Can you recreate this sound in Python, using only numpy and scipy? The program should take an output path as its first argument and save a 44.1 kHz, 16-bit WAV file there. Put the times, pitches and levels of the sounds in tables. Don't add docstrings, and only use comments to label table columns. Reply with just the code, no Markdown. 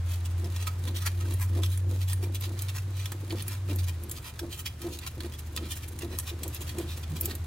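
import sys
import numpy as np
from scipy import signal
from scipy.fft import rfft, irfft
from scipy.io import wavfile
from scipy.ndimage import uniform_filter1d

SR = 44100
rng = np.random.default_rng(int(sys.argv[2]) if len(sys.argv) > 2 else 0)


def to_wav(s):
    ch = np.atleast_2d(s).T
    pcm = np.round(np.clip(ch, -1, 1) * 32767)
    wavfile.write(sys.argv[1], SR, pcm.astype(np.int16))


N = 328986

# start_s, firing_hz, level_db (rms)
ENGINE_COURSE = [(0.0, 86.4, -29.5), (0.37, 87.4, -28.5), (0.65, 89.35, -32.5), (1.58, 91.7, -26),
                 (2.29, 93.5, -29), (2.41, 94.2, -34), (3.05, 95.7, -32), (3.09, 96, -36.5),
                 (3.6, 95.6, -34.5), (3.83, 90.5, -26.5), (4.09, 76.8, -41.5), (4.22, 74.6, -45),
                 (4.77, 75.6, -45.5), (5.63, 78.4, -37), (5.83, 78.8, -41), (7.35, 81.0, -36)]
# multiple of the firing rate, before_db (rms before the gear change),
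# after_db (level that the lines move 0.38 of the way towards)
CRANK_ORDERS = [(0.602, -54, -67), (1.2, -48.5, -47), (1.399, -62, -44), (1.598, -59, -48)]
# (per Hz, relative)
AIR_SPECTRUM = [(20, -21), (33, -3.5), (45, -5.5), (65, -1), (90, 5.5), (115, -1.5), (150, -1.5),
                (175, -11), (330, -15.5), (600, -19.5), (1500, -23), (4000, -29.5), (8000, -33),
                (16000, -43)]
# freq_hz, likeness (0 to 1)
AIR_LIKENESS = [(100, 1), (250, 0.99), (500, 0.52), (2000, 0.49), (5000, 0.12), (16000, 0.13)]
# time_s, gain_db
RUMBLE_SWELLS = [(0, -5), (1.5, 3.5), (3, -4), (4.5, 0.5), (6, -2.5), (7.4, 0)]
# peak_s (hardest moment), build_up_s, run_out_s, force_db
PUSHES = [(0.455, .13, 0.11, -41), (0.88, 0.088, .12, -36.5), (1.31, 0.22, 0.09, -39),
          (1.59, 0.1, 0.07, -32.5), (1.93, .13, 0.1, -36.5), (2.24, 0.069, .16, -35.5),
          (2.495, 0.051, 0.12, -38.5), (2.875, 0.044, .1, -44.5), (3.13, .03, 0.059, -39),
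          (3.235, 0.023, 0.084, -43), (3.339, 0.061, 0.068, -31.5), (3.485, .04, 0.077, -45.5),
          (3.715, 0.062, 0.09, -33.5), (4.06, 0.15, 0.21, -45), (4.436, 0.037, 0.082, -34.5),
          (4.87, 0.057, .06, -31.5), (4.925, .04, 0.094, -42), (5.19, 0.044, 0.058, -39.5),
          (5.25, .04, 0.1, -41), (5.61, 0.14, 0.18, -40.5), (5.96, 0.23, 0.063, -47),
          (6.05, 0.082, 0.11, -39), (6.13, 0.045, 0.1, -41), (6.46, .11, 0.077, -35),
          (6.615, 0.033, .07, -43), (6.795, .1, .12, -34.5), (6.985, .04, 0.051, -45.5),
          (7.12, .04, .14, -42), (7.29, 0.13, 0.12, -37)]
# pitch_hz, width_hz, level_db (relative)
STRUT_MODES = [(212, 11.5, 3.5), (250, 62, -3), (305.3, 26, 4), (348.1, 16.2, 5.5), (386, 18, -9),
               (500.4, 11.6, -4), (542, 26, -10), (610, 60, -20), (735, 50, -23), (930, 110, -18.5)]
# middle_s, length_s, level_db, clank_db (up to 1.7 kHz), fizz_db (from 8.5 kHz);
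# clank and fizz are relative to 2.6-4.3 kHz
FINGER_SLIDES = [(0.125, 0.066, -41.5, -0.5, -2), (0.259, 0.012, -39, -2, 0), (0.56, 0.046, -44.5, 1.5, -6),
                 (0.62, 0.036, -36.5, -3, -6.5), (0.676, 0.016, -30.5, 3, -3),
                 (0.882, 0.017, -35.5, -1.5, -6), (0.968, 0.025, -33, -5.5, -4),
                 (1.025, .035, -39.5, 1.5, -3.5), (1.069, 0.019, -28, 4, -4), (1.215, 0.021, -40, 1, -6),
                 (1.257, .02, -52, 10, -14), (1.31, 0.11, -45, -2, -4.5), (1.422, 0.033, -40, 6, 4.5),
                 (1.56, 0.049, -48, 5, -5), (1.646, 0.03, -37.5, -3.5, -2.5), (1.724, 0.043, -43, -1.5, 0),
                 (1.94, 0.08, -50, 0, -2), (2.024, 0.022, -38, -4, -4), (2.103, 0.039, -36.5, -2, -1.5),
                 (2.238, 0.017, -39.5, 1.5, -1.5), (2.356, 0.02, -35, -7, -5.5),
                 (2.439, 0.033, -35, -0.5, -5), (2.63, 0.12, -45, 2, -7), (2.693, 0.014, -33.5, -7.5, -6.5),
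                 (2.772, 0.035, -38, 0.5, -0.5), (3.01, 0.098, -41, -3, -7),
                 (3.397, 0.053, -39, -3.5, -8.5), (3.519, 0.054, -40.5, 3, -1.5),
                 (3.704, 0.025, -39, 0, -5.5), (3.795, .018, -36, -5.5, -4), (3.843, 0.015, -39, -17, -3.5),
                 (3.886, 0.019, -35.5, -0.5, -2), (4.173, 0.023, -40, -4, -2),
                 (4.272, .036, -38.5, 1.5, -3.5), (4.535, .033, -36, -7, -5), (4.595, .025, -38.5, -0.5, 2),
                 (4.668, 0.018, -31, -5.5, -5), (4.84, 0.043, -46, 4, -3.5), (4.938, 0.036, -38.5, -13, -4),
                 (5.033, 0.028, -39.5, -1, -10), (5.072, 0.017, -33.5, 1, -2), (5.247, 0.013, -42, 5, -21),
                 (5.333, 0.021, -41.5, -4, -4.5), (5.395, .013, -46, 0, 6.5),
                 (5.653, 0.038, -41.5, -3, -14), (5.718, 0.027, -32, -5, -2), (5.769, 0.018, -41, 1, 2),
                 (5.83, 0.026, -42, 1.5, -3), (5.886, 0.0088, -50.5, 7, 13), (6.025, 0.022, -38, 1, -5),
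                 (6.135, 0.048, -43, 1.5, -6), (6.286, 0.03, -33.5, 1, -5), (6.44, .04, -47, -2, -10),
                 (6.553, 0.027, -37, -7, -3.5), (6.619, 0.015, -37.5, -1, 0.5), (6.691, 0.031, -36, -2, -5),
                 (6.807, .039, -44.5, -2, -6), (6.912, 0.047, -38.5, -8, -7), (6.975, 0.014, -43, 0, 3),
                 (7.035, 0.0081, -37, -2, -5), (7.169, .025, -38.5, -4, -3), (7.244, 0.044, -43, -3, -2),
                 (7.307, 0.031, -36, 0, -8)]
# start_s, length_s, pitch_hz, level_db (peak)
STRUT_NOTES = [(0.38, .028, 346, -42.5), (0.433, 0.047, 342, -37.5), (0.87, 0.056, 335, -49),
               (1.311, 0.035, 348, -42), (1.548, 0.068, 344, -35), (2.227, 0.0164, 355, -36),
               (2.482, .031, 352, -42), (3.315, 0.04, 332.5, -32.5), (3.699, 0.031, 291.6, -34),
               (4.415, 0.038, 337, -33.5), (4.841, .044, 334.3, -32), (5.241, 0.028, 349, -36.5),
               (5.623, .02, 323, -34.5), (6.029, 0.04, 343, -33.5), (6.113, .026, 353, -37.5),
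               (6.312, .035, 339, -40.5), (6.447, 0.033, 338, -36), (6.778, .037, 342, -29),
               (7.098, .067, 152, -35), (7.223, 0.031, 330, -40.5), (7.282, 0.014, 353, -33.5)]
# start_s, decay_s, level_db (energy over 1 ms), clank_db, fizz_db (as for the slides)
NUT_TICKS = [(0.443, 0.0074, -33.5, -8, -2.5), (0.562, 0.0038, -29, -3, -2.5), (0.673, 0.0026, -34, -3, 3),
             (1.0618, .0024, -27.5, -3, 5.5), (1.0648, .0024, -19.5, 8, -1.5),
             (1.3396, 0.00076, -34.5, -5, 6), (1.634, 0.003, -19.5, -4, -8), (1.775, 0.0029, -36.5, 5, 5.5),
             (2.132, 0.0015, -30, 10.5, 5.5), (2.347, .002, -40, -7, 11.5), (2.4102, .001, -37, -6, 9),
             (2.591, 0.0044, -24, -10, -6.5), (2.6213, 0.0022, -31.5, -9, 9),
             (3.0572, 0.0033, -20.5, -3, -8), (3.119, 0.0042, -30, 6, 3), (3.305, 0.0085, -21.5, -6, -19),
             (3.423, .0023, -33, -7, 4.5), (3.481, .001, -29.5, -3, 6.5), (3.760, .001, -40, -3, 10),
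             (4.036, 0.0022, -47, -5, 12.5), (4.096, 0.0012, -33.5, -9, 3), (4.113, 0.005, -29.5, -9, 7),
             (4.392, 0.0052, -24.5, 3.5, -2), (4.659, 0.0038, -23.5, -4, -2.5),
             (4.817, .005, -28.5, -3, -2), (4.9883, 0.0026, -31.5, -12, 1.5),
             (5.0644, 0.0039, -26.5, 3, -6), (5.205, 0.0035, -26.5, 2.5, -5), (5.564, 0.0024, -23, -12, 1),
             (5.574, 0.0039, -16.5, -5.5, -13.5), (5.9892, 0.0039, -34, 3, 5), (6.187, .002, -26.5, 0, 7),
             (6.197, 0.0044, -28.5, -2, 5), (6.4326, .005, -25.5, -8, 3), (6.479, 0.0028, -38, -4, 8),
             (6.547, .0011, -37, -6, 10), (6.785, 0.0028, -30, 2, 2), (7.211, 0.00099, -30, -8, 12),
             (7.257, .0007, -26.5, -13, 10), (7.3525, .002, -35.5, -2, 7.5)]
# freq_hz, level_db
CONTACT_TONE = [(200, -17), (500, -14.5), (800, -6), (1500, -5), (2150, -8), (3300, -1.5), (4500, -3),
                (5200, -1.5), (7000, -1), (10000, -0.5), (13000, -2), (16000, -3)]
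# pitch_hz, width_hz, level_db (over the plain contact noise)
PLATE_MODES = [(1002, 41, 8), (1276, 32, 10), (1858, 150, 9.5), (2387, 135, 9.5), (2690, 67, 5),
               (3104, 29, 9), (3370, 110, 4), (3826, 21, -12), (3965, 74, 7.5), (4380, 120, 3),
               (12500, 55, -16)]
# freq_hz, lag_rad, level_db
EAR_OFFSETS = [(199, 0, 1), (600, 0.43, 1), (1800, 0.32, 4), (2440, 0, 0.9), (5100, 1, 1.5), (9600, 1, 0.4),
               (16000, 0.44, 0)]


def amp(db):
    return 10 ** (np.asarray(db) / 20)


def unit(x):
    return x / np.sqrt(np.mean(x ** 2) + 1e-20)


def read(points, hz):
    f, value = np.transpose(points)
    return np.interp(np.log(hz + 1), np.log(f + 1), value)


def curve(rows, column=1):
    rows = np.array(rows)
    return np.interp(np.arange(N) / SR, rows[:, 0], rows[:, column])


def add(mix, s, sound):
    part = mix[..., max(round(s * SR), 0):][..., :sound.shape[-1]]
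    part += sound[..., :part.shape[-1]]


def drift(hz):
    f = np.fft.rfftfreq(N, 1 / SR)
    noise = rfft(rng.standard_normal(N))
    return unit(irfft(noise / (1 + (f / hz) ** 4), N))


def causal(gain_db, size):
    log_gain = np.log(amp(gain_db(abs(np.fft.fftfreq(size, 1 / SR)))))
    spectrum = np.exp(np.conj(signal.hilbert(log_gain)))
    return np.fft.ifft(spectrum).real[:size // 2]


def peaks(modes, hz):
    return sum(amp(db) ** 2 / (1 + ((hz ** 2 - f ** 2) / (width * hz + 1)) ** 2) for f, width, db in modes)


def slips(per_s, spread_db):
    size = amp(spread_db * np.minimum(rng.exponential(1, N), 4))
    sign = rng.choice([-1, 1], N)
    happens = rng.random(N) < per_s / SR
    return unit(size * sign * happens)


def touch(force, clank_db, fizz_db, ring_hz, ring_db=4, ring_share=0.087):
    tone = [(1700, clank_db), (2600, 0), (4300, 0), (8500, fizz_db)]
    spot = [(ring_hz, ring_share * ring_hz, ring_db)]
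    response = causal(lambda hz: read(tone, hz) + 10 * np.log10(0.85 + peaks(spot, hz)), size=512)
    return signal.fftconvolve(force, response)


def echoes(decay_s, shared):
    t = np.arange(int(7 * decay_s * SR)) / SR
    taps = rng.standard_normal((3, len(t))) * np.exp(-t / decay_s)
    share = np.clip(shared, 0, 1)
    pair = np.sqrt(share) * taps[0] + np.sqrt(1 - share) * taps[1:]
    return pair / np.linalg.norm(pair, axis=1, keepdims=True)


def scatter(sound, echo_db, decay_s=.0058, shared=0.11):
    response = amp(echo_db) * echoes(decay_s, shared)
    response[:, 0] += 1
    return signal.fftconvolve(sound[None], response / np.linalg.norm(response[0]), axes=1)


def engine(level_db=0, waver_db=0.56, side_waver_db=2.5):
    firing_hz = curve(ENGINE_COURSE) * (1 + 0.0029 * drift(6.5))
    phase = 2 * np.pi * np.cumsum(firing_hz) / SR
    out = amp(curve(ENGINE_COURSE, column=2) + level_db + waver_db * drift(6.4)) * np.sin(phase)
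    shifted = curve([(3.7, 0), (4.1, 0.38)])
    for multiple, before_db, after_db in CRANK_ORDERS:
        db = before_db + shifted * (after_db - before_db) + side_waver_db * drift(2.1)
        out += amp(db) * np.sin(multiple * phase + 0.51 * drift(2.17))
    return np.sqrt(2) * out


def air(level_db=-44.5, swell_db=1.25, rumble_hz=280):
    hz = np.fft.rfftfreq(N, 1 / SR)
    a, b = rfft(rng.standard_normal((2, N)))
    same = np.clip(read(AIR_LIKENESS, hz), 0, 1)
    ears = np.array([a, same * a + np.sqrt(1 - same ** 2) * b])
    pair = unit(irfft(ears * amp(read(AIR_SPECTRUM, hz)), N))
    rumble = signal.sosfiltfilt(signal.butter(2, rumble_hz, fs=SR, output="sos"), pair)
    hiss = pair - rumble
    return amp(level_db + swell_db * drift(0.6)) * (hiss + amp(curve(RUMBLE_SWELLS)) * rumble)


def effort(ease_db=20.5, rest_db=-61.5):
    t, power = np.arange(N) / SR, np.full(N, amp(rest_db) ** 2)
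    for s, rise_s, fall_s, db in PUSHES:
        near = slice(*np.searchsorted(t, [s - 2 * rise_s, s + 2 * fall_s]))
        away = np.maximum((s - t[near]) / rise_s, (t[near] - s) / fall_s)
        power[near] += amp(db - ease_db * away) ** 2
    return 10 * np.log10(power)


def threads(level_db=-1, upper_db=-2.5, catch_db=-44.0, growth=1.0):
    ring = causal(lambda hz: 10 * np.log10(peaks(STRUT_MODES, hz) / (1 + (hz / 1300) ** 6) + 1e-10), size=8192)
    groan = signal.oaconvolve(slips(per_s=260, spread_db=0.5), ring)[:N]
    groan /= np.sqrt(abs(uniform_filter1d(groan ** 2, size=1500)) + 1e-12)
    upper = signal.sosfiltfilt(signal.butter(3, 430, "highpass", fs=SR, output="sos"), groan)
    lower = groan - upper
    force_db = effort()
    excess_db = np.maximum(force_db - catch_db, 0)
    capped = amp(force_db - excess_db + level_db)
    return capped * (lower + amp(upper_db + growth * excess_db) * upper)


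def rod_tone(hz=344, level_db=-4, limit_db=-44, unsteady_db=2.5, bend=0.025):
    phase = 2 * np.pi * np.cumsum(hz * (1 + bend * drift(40))) / SR
    force_db = np.minimum(effort(), limit_db)
    return amp(force_db + level_db + unsteady_db * drift(24)) * np.sin(phase)


def rustle(level_db=-59, follow=0.42, firm_db=-50):
    grip_db = follow * (effort() - firm_db)
    crease_db = 3 * drift(22)
    force = amp(level_db + grip_db + crease_db) * slips(per_s=400, spread_db=5.5)
    return scatter(touch(force, clank_db=5.5, fizz_db=1, ring_hz=3720), echo_db=5.5)[:, :N]


def brushes(clank_db=2.5, fizz_db=1.9, count=120, gap_s=0.06, length_s=0.017, level_db=-54.5, spread_db=1.2):
    rows = []
    for k, (late, longer, louder) in enumerate(rng.standard_normal((count, 3))):
        s = (k + late / 2) * gap_s
        if 0 < s < N / SR:
            rows.append((s, length_s * 2 ** (longer / 2), level_db + spread_db * louder, clank_db, fizz_db))
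    return rows


def scrapes(rows, level_db=0, echo_db=3, ring_db=2, catch_db=1.7, catch_hz=90):
    center_hz, spot_octaves, clank_db_per_octave = 2690, 0.16, 18
    grains = slips(per_s=2600, spread_db=3.7) * amp(catch_db * drift(catch_hz))
    out = np.zeros((2, N))
    for s, length, db, clank_db, fizz_db in rows:
        at = np.arange(max(int((s - 2 * length) * SR), 0), min(int((s + 2 * length) * SR), N))
        pressure = np.exp(-2 * ((at / SR - s) / length) ** 2)
        force = unit(grains[at] * pressure) * np.sqrt(np.mean(pressure ** 2))
        octaves = spot_octaves * rng.standard_normal() - clank_db / clank_db_per_octave
        slide = touch(force, clank_db, fizz_db, center_hz * 2 ** octaves, ring_db=ring_db)
        add(out, at[0] / SR, amp(db + level_db) * scatter(slide, echo_db))
    return out


def strut_notes(level_db=0.4, octave_db=-20):
    bend, flutter = 1 + .03 * drift(110), amp(1.6 * drift(130))
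    out = np.zeros(N)
    for s, length, hz, db in STRUT_NOTES:
        at = round(s * SR) + np.arange(round(length * SR))
        phase = 2 * np.pi * np.cumsum(hz * bend[at]) / SR
        note = np.sin(phase) + amp(octave_db) * np.sin(2 * phase)
        add(out, s, amp(db + level_db) * note * flutter[at] * signal.windows.tukey(len(at), .3))
    return out


def clicks(level_db=0, echo_db=1, creep_db=-21, creep_s=0.0095, ring_db=6, ring_growth=0.19):
    center_hz, low_hz, high_hz, fizz_db_per_octave = 6400, 2390, 13100, 9
    out, t = np.zeros((2, N)), np.arange(-512, 768) / SR
    for s, decay_s, db, clank_db, fizz_db in NUT_TICKS:
        creep = amp(creep_db) * np.exp(-abs(t) / creep_s)
        rattle = np.exp(-abs(t) / decay_s)
        force = rng.standard_normal(len(t)) * np.where(t < 0, creep, rattle)
        force *= np.sqrt(SR / 1000 / np.sum(force ** 2))
        ring_hz = np.clip(center_hz * 2 ** (fizz_db / fizz_db_per_octave), low_hz, high_hz)
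        tick = touch(force, clank_db, fizz_db, ring_hz, ring_db=ring_db + ring_growth * fizz_db)
        add(out, s + t[0], amp(db + level_db) * scatter(tick, echo_db))
    return out


def plate(force):
    ring = causal(lambda hz: read(CONTACT_TONE, hz) + 10 * np.log10(1 + peaks(PLATE_MODES, hz)), size=8192)
    return signal.oaconvolve(force, ring[None], axes=1)[:, :N]


def garage(pair, wet_db, decay_s=.05):
    return pair + amp(wet_db) * signal.oaconvolve(pair, echoes(decay_s, shared=0.81), axes=1)[:, :N]


def ports(pair):
    hz, table = np.fft.rfftfreq(N, 1 / SR), np.array(EAR_OFFSETS)
    lag_rad, level_db = read(table[:, :2], hz), read(table[:, ::2], hz)
    half = np.exp(-.5j * lag_rad) * amp(level_db / 2)
    return irfft(rfft(pair) * np.array([1 / half, half]), N)


def scene(contact_db=2):
    hum = engine() + air()
    strut = (threads() + rod_tone() + strut_notes()) * np.ones((2, 1))
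    contacts = amp(contact_db) * plate(rustle() + scrapes(brushes()) + scrapes(FINGER_SLIDES) + clicks())
    work = garage(contacts, wet_db=-14.5) + garage(strut, wet_db=-17.5, decay_s=.035)
    return ports(work) + hum


def record(dry, edge_hz=16000):
    return signal.oaconvolve(dry, signal.firwin(401, edge_hz, window=("kaiser", 8), fs=SR)[None], "same")


dry = scene()
out = record(dry)
to_wav(out)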